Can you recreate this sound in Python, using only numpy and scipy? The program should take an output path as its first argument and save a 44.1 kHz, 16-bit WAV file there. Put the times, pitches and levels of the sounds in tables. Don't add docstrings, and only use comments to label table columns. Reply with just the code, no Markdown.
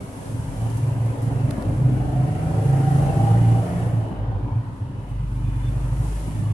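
import sys
import numpy as np
from scipy import signal
from scipy.fft import rfft, irfft, next_fast_len
from scipy.io import wavfile
from scipy.ndimage import uniform_filter1d, map_coordinates

SR = 44100
rng = np.random.default_rng(int(sys.argv[2]) if len(sys.argv) > 2 else 0)


def to_wav(sig):
    pcm = np.clip(np.atleast_2d(sig), -1, 1) * 32767
    pcm = np.round(pcm).astype(np.int16)
    wavfile.write(sys.argv[1], SR, pcm.T)


N = 287973


def amp(db):
    return 10 ** (np.asarray(db) / 20)


def unit(x):
    return x / np.sqrt(np.mean(x ** 2) + 1e-20)


def along(points, hz):
    point_hz, values = np.transpose(points)
    return np.interp(np.log(hz + 1), np.log(point_hz + 1), values)


def curves(rows, glide_s=0.006):
    time_s, *columns = np.transpose(rows)
    t = np.arange(N) / SR
    return [uniform_filter1d(np.interp(t, time_s, c), int(glide_s * SR) + 1) for c in columns]


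def wobble(rate_hz):
    knots = rng.standard_normal(int(N * rate_hz / SR) + 4)
    return map_coordinates(knots, [np.arange(N) * rate_hz / SR])


def swell(middle_s, length_s):
    return np.cos(np.pi * np.clip((np.arange(N) / SR - middle_s) / length_s, -.5, .5))


def filtered(x, response):
    m = next_fast_len(N + SR // 2)
    return irfft(rfft(x, m) * response(np.fft.rfftfreq(m, 1 / SR)), m)[..., :N]


def coloured(x, spectrum):
    return unit(filtered(x, lambda hz: amp(along(spectrum, hz))))


def diffuse():
    # pitch_hz [Hz], correlation [0 to 1]
    likeness = [(60, 1), (130, 0.93), (290, 0.75), (640, 0), (1400, 0.34), (3000, 0), (15000, 0.034)]

    def mid_side(hz):
        turn = np.arccos(np.clip(along(likeness, hz), -1, 1)) / 2
        return np.array([np.cos(turn), np.sin(turn)])

    mid, side = filtered(rng.standard_normal((2, N)), mid_side)
    return np.array([mid + side, mid - side])


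def steadied(x, seconds):
    power = uniform_filter1d(np.mean(x ** 2, axis=0), max(int(seconds * SR), 64))
    return x / np.sqrt(np.abs(uniform_filter1d(power, SR // 50)) + 1e-9)


def narrow(phase, half_width_hz):
    def slow():
        return filtered(rng.standard_normal((3, N)), lambda hz: 1 / (1 + (hz / half_width_hz) ** 4))

    left, right, both = slow() * np.cos(phase) + slow() * np.sin(phase)
    return unit(np.array([left + both, right + both]))


def patchy(x, depth_db, size=1024):
    z = signal.stft(x, nperseg=size)[2]
    field = uniform_filter1d(rng.standard_normal(z.shape[1:]), size=3, axis=0)
    field = uniform_filter1d(field, size=14, axis=1)
    return signal.istft(z * amp(depth_db * unit(field)), nperseg=size)[1][:, :N]


def bursts(rows, attack_s):
    t = np.arange(SR // 4) / SR
    envelope = np.zeros(N + SR)
    for start_s, level_db, t60_s in rows:
        shape = amp(level_db - 60 * t / t60_s) * (1 - np.exp(-t / attack_s))
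        envelope[round(start_s * SR):][:len(t)] += shape
    return envelope[:N]


def puffs(angle, depth_db):
    return diffuse() * amp(depth_db * np.cos(angle))


def cycle(angle, size=128):
    pattern = rng.standard_normal(size)
    return unit(map_coordinates(pattern, [angle / (4 * np.pi) % 1 * size], mode="grid-wrap"))


def beats(angle, scatter_db, count=256):
    return amp(scatter_db * np.interp(angle / (2 * np.pi), np.arange(count), rng.standard_normal(count)))


def low_orders(angle, flutter_db=1.64):
    # time_s [s], level_db [dB before flutter and beats]
    fourth_levels = [(0, -48), (1.3, -47), (1.7, -34), (1.85, -27), (2.2, -45), (2.47, -40), (2.589, -16.5),
                     (2.72, -39), (3.1, -36), (3.3, -16), (3.45, -14.5), (3.62, -18.5), (3.73, -31),
                     (3.9, -31), (3.99, -18), (4.1, -41), (4.95, -44.5), (5.43, -31), (6.0, -32),
                     (6.13, -37), (6.3, -33), (6.42, -30.5), (6.53, -18)]
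    fifth_levels = [(0.13, -44), (0.32, -23), (0.57, -35), (0.63, -19.5), (0.85, -24.5), (0.94, -32),
                    (1.07, -19.5), (1.17, -32.5), (1.25, -28), (1.5, -24.5), (1.57, -39.5), (1.87, -15),
                    (2.06, -28), (2.22, -20.5), (2.42, -39.5), (2.72, -20.5), (2.98, -19.5), (3.3, -31.5),
                    (4.1, -39), (4.58, -37.5), (4.75, -55), (5.1, -35), (5.35, -30.5), (6.0, -25.5),
                    (6.15, -48), (6.5, -34)]
    sixth_levels = [(0.5, -53), (0.849, -27), (1.15, -40), (1.37, -25.5), (1.58, -40), (1.84, -24.5),
                    (2.05, -46), (2.25, -27.5), (3.2, -30), (3.42, -23), (3.72, -28), (3.9, -36.5),
                    (5.45, -46.5), (5.95, -37), (6.53, -33)]
    drift = .22 * wobble(12)
    tones = 0
    for order, levels in zip((4, 5, 6), (fourth_levels, fifth_levels, sixth_levels)):
        level_db, = curves(levels)
        phase = order * angle + drift - .4 * (order - 5) ** 2
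        tones = tones + amp(level_db + flutter_db * wobble(9)) * np.sqrt(2) * np.cos(phase)
    return tones


def room(hz):
    # pitch_hz [Hz], width_hz [Hz], level_db [dB]
    modes = [(51.2, 2.8, -12.5), (75.6, 17, -12), (104.1, 10.8, -4.5), (114.06, 2.3, 3.5),
             (127.05, 1.33, -3), (134.8, 2.3, -3), (152.4, 7.3, -4), (169, 34, -9.5), (203.4, 15.2, -8)]
    return sum((-1) ** k * amp(db) * 1j * hz * w / (c * c - hz * hz + 1j * hz * w)
               for k, (c, w, db) in enumerate(modes))


def boom(angle, top_hz=170):
    ringing = filtered(puffs(angle, depth_db=4.5), lambda hz: room(hz) / (1 + (hz / top_hz) ** 4))
    flutter = unit(1 + .35 * np.cos(angle))
    return steadied(ringing, seconds=0.035) * flutter


def rumble(angle, scatter_db=1.4, tones_db=-0.1, boom_db=2.0):
    # time_s [s], level_db [dB before trim and beats]
    boom_levels = [(0, -31.5), (0.1, -42), (0.3, -31), (1.5, -30), (1.6, -29), (1.72, -26.5), (2.45, -29.5),
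                   (3.2, -25.5), (3.7, -30), (3.9, -28.5), (4.1, -34.5), (4.22, -30), (4.59, -34.5),
                   (4.78, -36), (4.89, -38), (5.05, -36), (5.14, -32), (5.4, -35), (6.0, -29),
                   (6.15, -40.5), (6.3, -31.5)]
    # middle_s [s], half_width_s [s, to 1/e], change_db [dB]
    dips = [(0.575, 0.017, -3.5), (0.935, 0.015, -1.5), (1.16, 0.023, -12), (1.56, 0.016, -10),
            (1.628, 0.022, -14), (1.775, 0.01, -9), (3.71, 0.024, 0.5), (4.17, .018, -5), (4.505, .018, -7),
            (4.78, 0.022, -9), (5.06, 0.023, -7)]
    level_db, = curves(boom_levels)
    t = np.arange(N) / SR
    dip_db = sum(db * np.exp(-((t - s) / width) ** 2) for s, width, db in dips)
    mix = amp(tones_db) * low_orders(angle) + amp(level_db + boom_db) * boom(angle)
    return amp(dip_db) * beats(angle, scatter_db) * mix


def firing(angle, trim_db=2):
    # time_s [s], level_db [dB before trim]
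    firing_levels = [(0.0, -62), (0.58, -33), (0.82, -54), (1.68, -32), (2.22, -32), (2.37, -56),
                     (3.46, -33), (3.69, -55), (4.1, -39), (4.22, -27), (4.42, -30), (4.75, -46),
                     (4.97, -41.5), (5.15, -27.5), (6.15, -23.5), (6.53, -38)]
    level_db, = curves(firing_levels)
    phase = 2 * angle + rng.uniform(0, 2 * np.pi) + 0.19 * wobble(10)
    return amp(level_db + trim_db) * np.sin(phase)


def exhaust_drone(angle, pattern_db=-11.0, trim_db=-1.5):
    # time_s [s], level_db [dB before trim and wobble]
    drone_levels = [(0.0, -39), (0.9, -37), (1.35, -31.5), (1.9, -29.5), (2.4, -31.5), (3.1, -31),
                    (3.35, -28.5), (4.1, -36.5), (4.3, -39), (4.8, -39), (5.22, -46.5), (5.38, -37.5),
                    (5.75, -36.5), (6.1, -42.5), (6.53, -38)]
    # pitch_hz [Hz], relative level_db [dB]
    drone_colour = [(150, -7.5), (205, -1.5), (240, -0.5), (275, 2.5), (305, -0.5), (335, -8.5),
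                    (420, -16.5), (700, -76)]
    level_db, = curves(drone_levels)
    exhaust = puffs(angle, depth_db=3.5) + amp(pattern_db) * cycle(angle)
    drone = steadied(coloured(exhaust, drone_colour), seconds=0.28)
    return amp(level_db + trim_db + 1.77 * wobble(15)) * drone


def tyre_noise(angle, strength_db, pattern_db=-11.0):
    # average_db [dB at average strength], slope [dB per dB of strength]
    road_level = (-40, 1.234)
    # pitch_hz [Hz], relative level_db [dB]
    road_colour = [(230, -52), (340, -3.5), (550, -1.5), (660, -1.5), (850, -1.5), (1100, -11), (1500, -13),
                   (2200, -29.5), (4000, -48), (9000, -79)]
    average_db, slope = road_level
    level_db = average_db + slope * strength_db + 0.72 * wobble(14)
    source = diffuse() + amp(pattern_db) * cycle(angle)
    return amp(level_db) * coloured(patchy(source, depth_db=2.5), road_colour)


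def engine_clatter(angle):
    # time_s [s], level_db [dB]
    clatter_levels = [(0, -53), (0.8, -50), (1.55, -48), (2.0, -49), (3.1, -44), (3.7, -45), (4.2, -52.5),
                      (4.75, -57), (5.3, -53), (5.8, -49), (6.53, -51)]
    # pitch_hz [Hz], relative level_db [dB]
    clatter_colour = [(600, -41), (1100, 2), (1800, 1), (2400, -4.5), (2950, -5.5), (3500, -13.5),
                      (5000, -20.5), (9000, -46), (14000, -64)]
    level_db, = curves(clatter_levels)
    return amp(level_db) * coloured(patchy(puffs(angle, depth_db=0.86), depth_db=3.0), clatter_colour)


def hiss(angle, trim_db=4.5):
    # time_s [s], level_db [dB before trim and wobble]
    hiss_levels = [(0.0, -57), (0.27, -53), (0.45, -54), (0.74, -52), (0.95, -56), (2.0, -58), (2.93, -51),
                   (3.86, -54.5), (4.29, -73), (4.76, -67), (4.95, -70), (6.2, -51), (6.53, -57.5)]
    # pitch_hz [Hz], relative level_db [dB]
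    hiss_colour = [(1500, -1), (3000, 0.5), (3900, -3), (4800, -2.5), (7000, 0), (9000, 2.5), (11000, 2.5),
                   (11800, -3), (12500, -22), (15500, -23)]
    level_db, = curves(hiss_levels)
    return amp(level_db + trim_db + 0.68 * wobble(12.0)) * coloured(puffs(angle, depth_db=.5), hiss_colour)


def hollow(trim_db=-4.5, centre_hz=935):
    # time_s [s], level_db [dB before trim and wobble]
    hollow_levels = [(0.0, -51), (0.6, -42.5), (1.65, -43), (2.1, -65), (3.0, -50), (4.44, -46.5),
                     (4.495, -35.5), (4.55, -44), (5.25, -51), (6.05, -41.5), (6.53, -45)]
    level_db, = curves(hollow_levels)
    band = narrow(2 * np.pi * centre_hz * np.arange(N) / SR, half_width_hz=102)
    return amp(level_db + trim_db + 2.95 * wobble(20)) * band


def room_floor(air_db=-53, sub_db=-60, hum_hz=399, hum_start_db=-46.5, hum_fade_db_per_s=2.5):
    # pitch_hz [Hz], relative level_db [dB]
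    air_colour = [(150, -36), (300, -19), (450, -12.5), (650, -14), (950, -2), (1250, -6), (2000, -31),
                  (3000, -19), (4000, -24.5), (8000, -36), (12000, -43), (15600, -68)]
    t = np.arange(N) / SR
    hum_db = hum_start_db - hum_fade_db_per_s * t + 2.0 * wobble(3.9)
    hum = amp(hum_db) * narrow(2 * np.pi * hum_hz * t, half_width_hz=3.4)
    sub = amp(sub_db) * coloured(diffuse(), [(10, -15), (30, -5), (60, 9), (150, -58), (500, -120)])
    return amp(air_db) * coloured(diffuse(), air_colour) + hum + sub


def ticks(trim_db=-2.0, left_db=2.5):
    # start_s [s], level_db [dB before attack and trim], t60_s [s]
    brushes = [(0.695, -42, 0.09), (0.768, -39, 0.09), (1.057, -41, 0.034), (1.215, -46.5, 0.31),
               (5.085, -56, .2)]
    # pitch_hz [Hz], relative level_db [dB]
    brush_colour = [(800, -9), (2000, 3), (3300, 8), (5500, 10), (10000, 16), (12000, 11), (15500, -12)]
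    sides = amp([[trim_db + left_db], [trim_db - left_db]])
    return sides * bursts(brushes, attack_s=0.004) * coloured(diffuse(), brush_colour)


def clicks():
    # start_s [s], level_db [dB before attack], t60_s [s]
    wire_clicks = [(1.5065, -32, .012), (1.509, -28.5, 0.013), (1.623, -37, 0.023)]
    # pitch_hz [Hz], relative level_db [dB]
    wire_colour = [(600, 2), (1500, 12), (2400, 1), (3300, 2), (4200, 9), (4800, 5), (5600, -3),
                   (7300, -1.5), (11000, 4), (15500, -25)]
    return bursts(wire_clicks, attack_s=0.0004) * coloured(diffuse(), wire_colour)


def bumps(trim_db=-4):
    # start_s [s], level_db [dB before attack and trim], t60_s [s]
    bump_rows = [(1.579, -14, 0.085), (1.795, -21, 0.093), (4.11, -20.5, 0.22), (6.28, -27.5, .14)]
    # pitch_hz [Hz], relative level_db [dB]
    dull_colour = [(120, -17), (210, -0.5), (280, -6.5), (420, -25), (900, -21), (2500, -64)]
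    noise = steadied(coloured(diffuse(), dull_colour), seconds=0.026)
    return amp(trim_db) * bursts(bump_rows, attack_s=0.0016) * noise


def whine(angle, trim_db=0.56):
    # time_s [s], pitch_hz [Hz], level_db [dB before trim]
    whine_path = [(1.6, 706, -73), (1.85, 715, -54), (2.12, 726, -39), (2.55, 753.5, -41),
                  (2.78, 770, -34.5), (3.08, 777.4, -34.5), (3.33, 804, -28.5), (3.42, 785.5, -40),
                  (3.56, 785.6, -33.5), (3.75, 797, -61), (4.1, 775.7, -66)]
    pitch_hz, level_db = curves(whine_path)
    band = steadied(narrow(2 * np.pi * np.cumsum(pitch_hz) / SR, half_width_hz=13), seconds=0.036)
    throb = (1 + .55 * np.cos(angle)) * beats(angle, scatter_db=2)
    return amp(level_db + trim_db) * unit(band * throb)


def surges():
    # middle_s [s], length_s [s], pitch_hz [Hz], level_db [dB rms at the crest]
    surge_rows = [(1.671, 0.035, 108, -22), (1.711, .03, 112, -21), (1.756, .036, 111, -18.5),
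                  (4.228, 0.075, 108, -21.5), (4.293, .05, 106, -21.5), (4.36, 0.076, 101, -24.5),
                  (4.45, 0.069, 113, -21), (4.535, .04, 110, -19.5), (4.583, 0.086, 110.9, -19),
                  (4.675, 0.12, 107, -31), (4.833, .068, 105.7, -25), (4.995, 0.045, 122, -36)]
    t = np.arange(N) / SR
    return sum(amp(db) * np.sqrt(2) * swell(s, length) * np.cos(2 * np.pi * hz * (t - s))
               for s, length, hz, db in surge_rows)


def whistles():
    # middle_s [s], length_s [s], pitch_hz [Hz], level_db [dB before swell and wobble]
    whistle_rows = [(3.35, 1.95, 2944, -61.5), (5.15, 0.3, 2960, -65), (5.6, 0.36, 3500, -61),
                    (6.35, 0.9, 2920, -63)]
    t = np.arange(N) / SR
    tones = sum(amp(db) * swell(s, length) * narrow(2 * np.pi * hz * t, half_width_hz=47)
                for s, length, hz, db in whistle_rows)
    return tones * amp(3.5 * wobble(22))


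def scene():
    # time_s [s], speed_hz [turns per second]
    shaft_speed = [(0, 22.3), (0.55, 22.8), (1.1, 22.78), (1.42, 23.12), (1.65, 24.9), (2.25, 26.17),
                   (2.9, 27.27), (3.25, 28.29), (3.75, 29.08), (3.97, 28.42), (4.2, 25.13), (4.8, 22.99),
                   (5.2, 24.19), (6.15, 25.76), (6.53, 26.46)]
    # [dB, average removed below]
    traffic_strength = [(0.0, -44.5), (0.6, -42.5), (1.7, -40), (1.85, -40), (2.5, -39), (3.28, -35.5),
                        (3.5, -38), (3.72, -37), (3.9, -39.5), (4.4, -42), (4.7, -48), (5.55, -50.5),
                        (5.78, -45.5), (6.53, -47)]
    speed_hz, = curves(shaft_speed)
    angle = 2 * np.pi * np.cumsum(speed_hz) / SR
    strength_db, = curves(traffic_strength)
    strength_db = strength_db - strength_db.mean()
    engine = rumble(angle) + firing(angle) + surges() + whine(angle)
    rush = exhaust_drone(angle) + tyre_noise(angle, strength_db) + engine_clatter(angle) + hiss(angle)
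    return engine + rush + hollow() + room_floor() + ticks() + clicks() + bumps() + whistles()


def record(dry):
    # pitch_hz [Hz], left_minus_right_db [dB]
    balance = [(60, 0.5), (180, -2), (280, 5), (400, 1), (700, -0.5), (1300, 1), (2400, 0), (8000, 0.3),
               (11000, 3), (13000, 5)]
    # pitch_hz [Hz], lead [radians]
    left_lead = [(30, 0.066), (120, 0.062), (300, 0.12), (780, 0.092), (1500, 2.78), (3600, 7.22)]
    top_hz = 15600
    sides = np.array([[1], [-1]]) / 2

    def microphones(hz):
        gain = amp(sides * along(balance, hz))
        return gain * np.exp(1j * sides * along(left_lead, hz)) * (hz < top_hz)

    soft_ends = signal.windows.tukey(N, .003)
    return filtered(dry * soft_ends, microphones)


dry = scene()
out = record(dry)
to_wav(out)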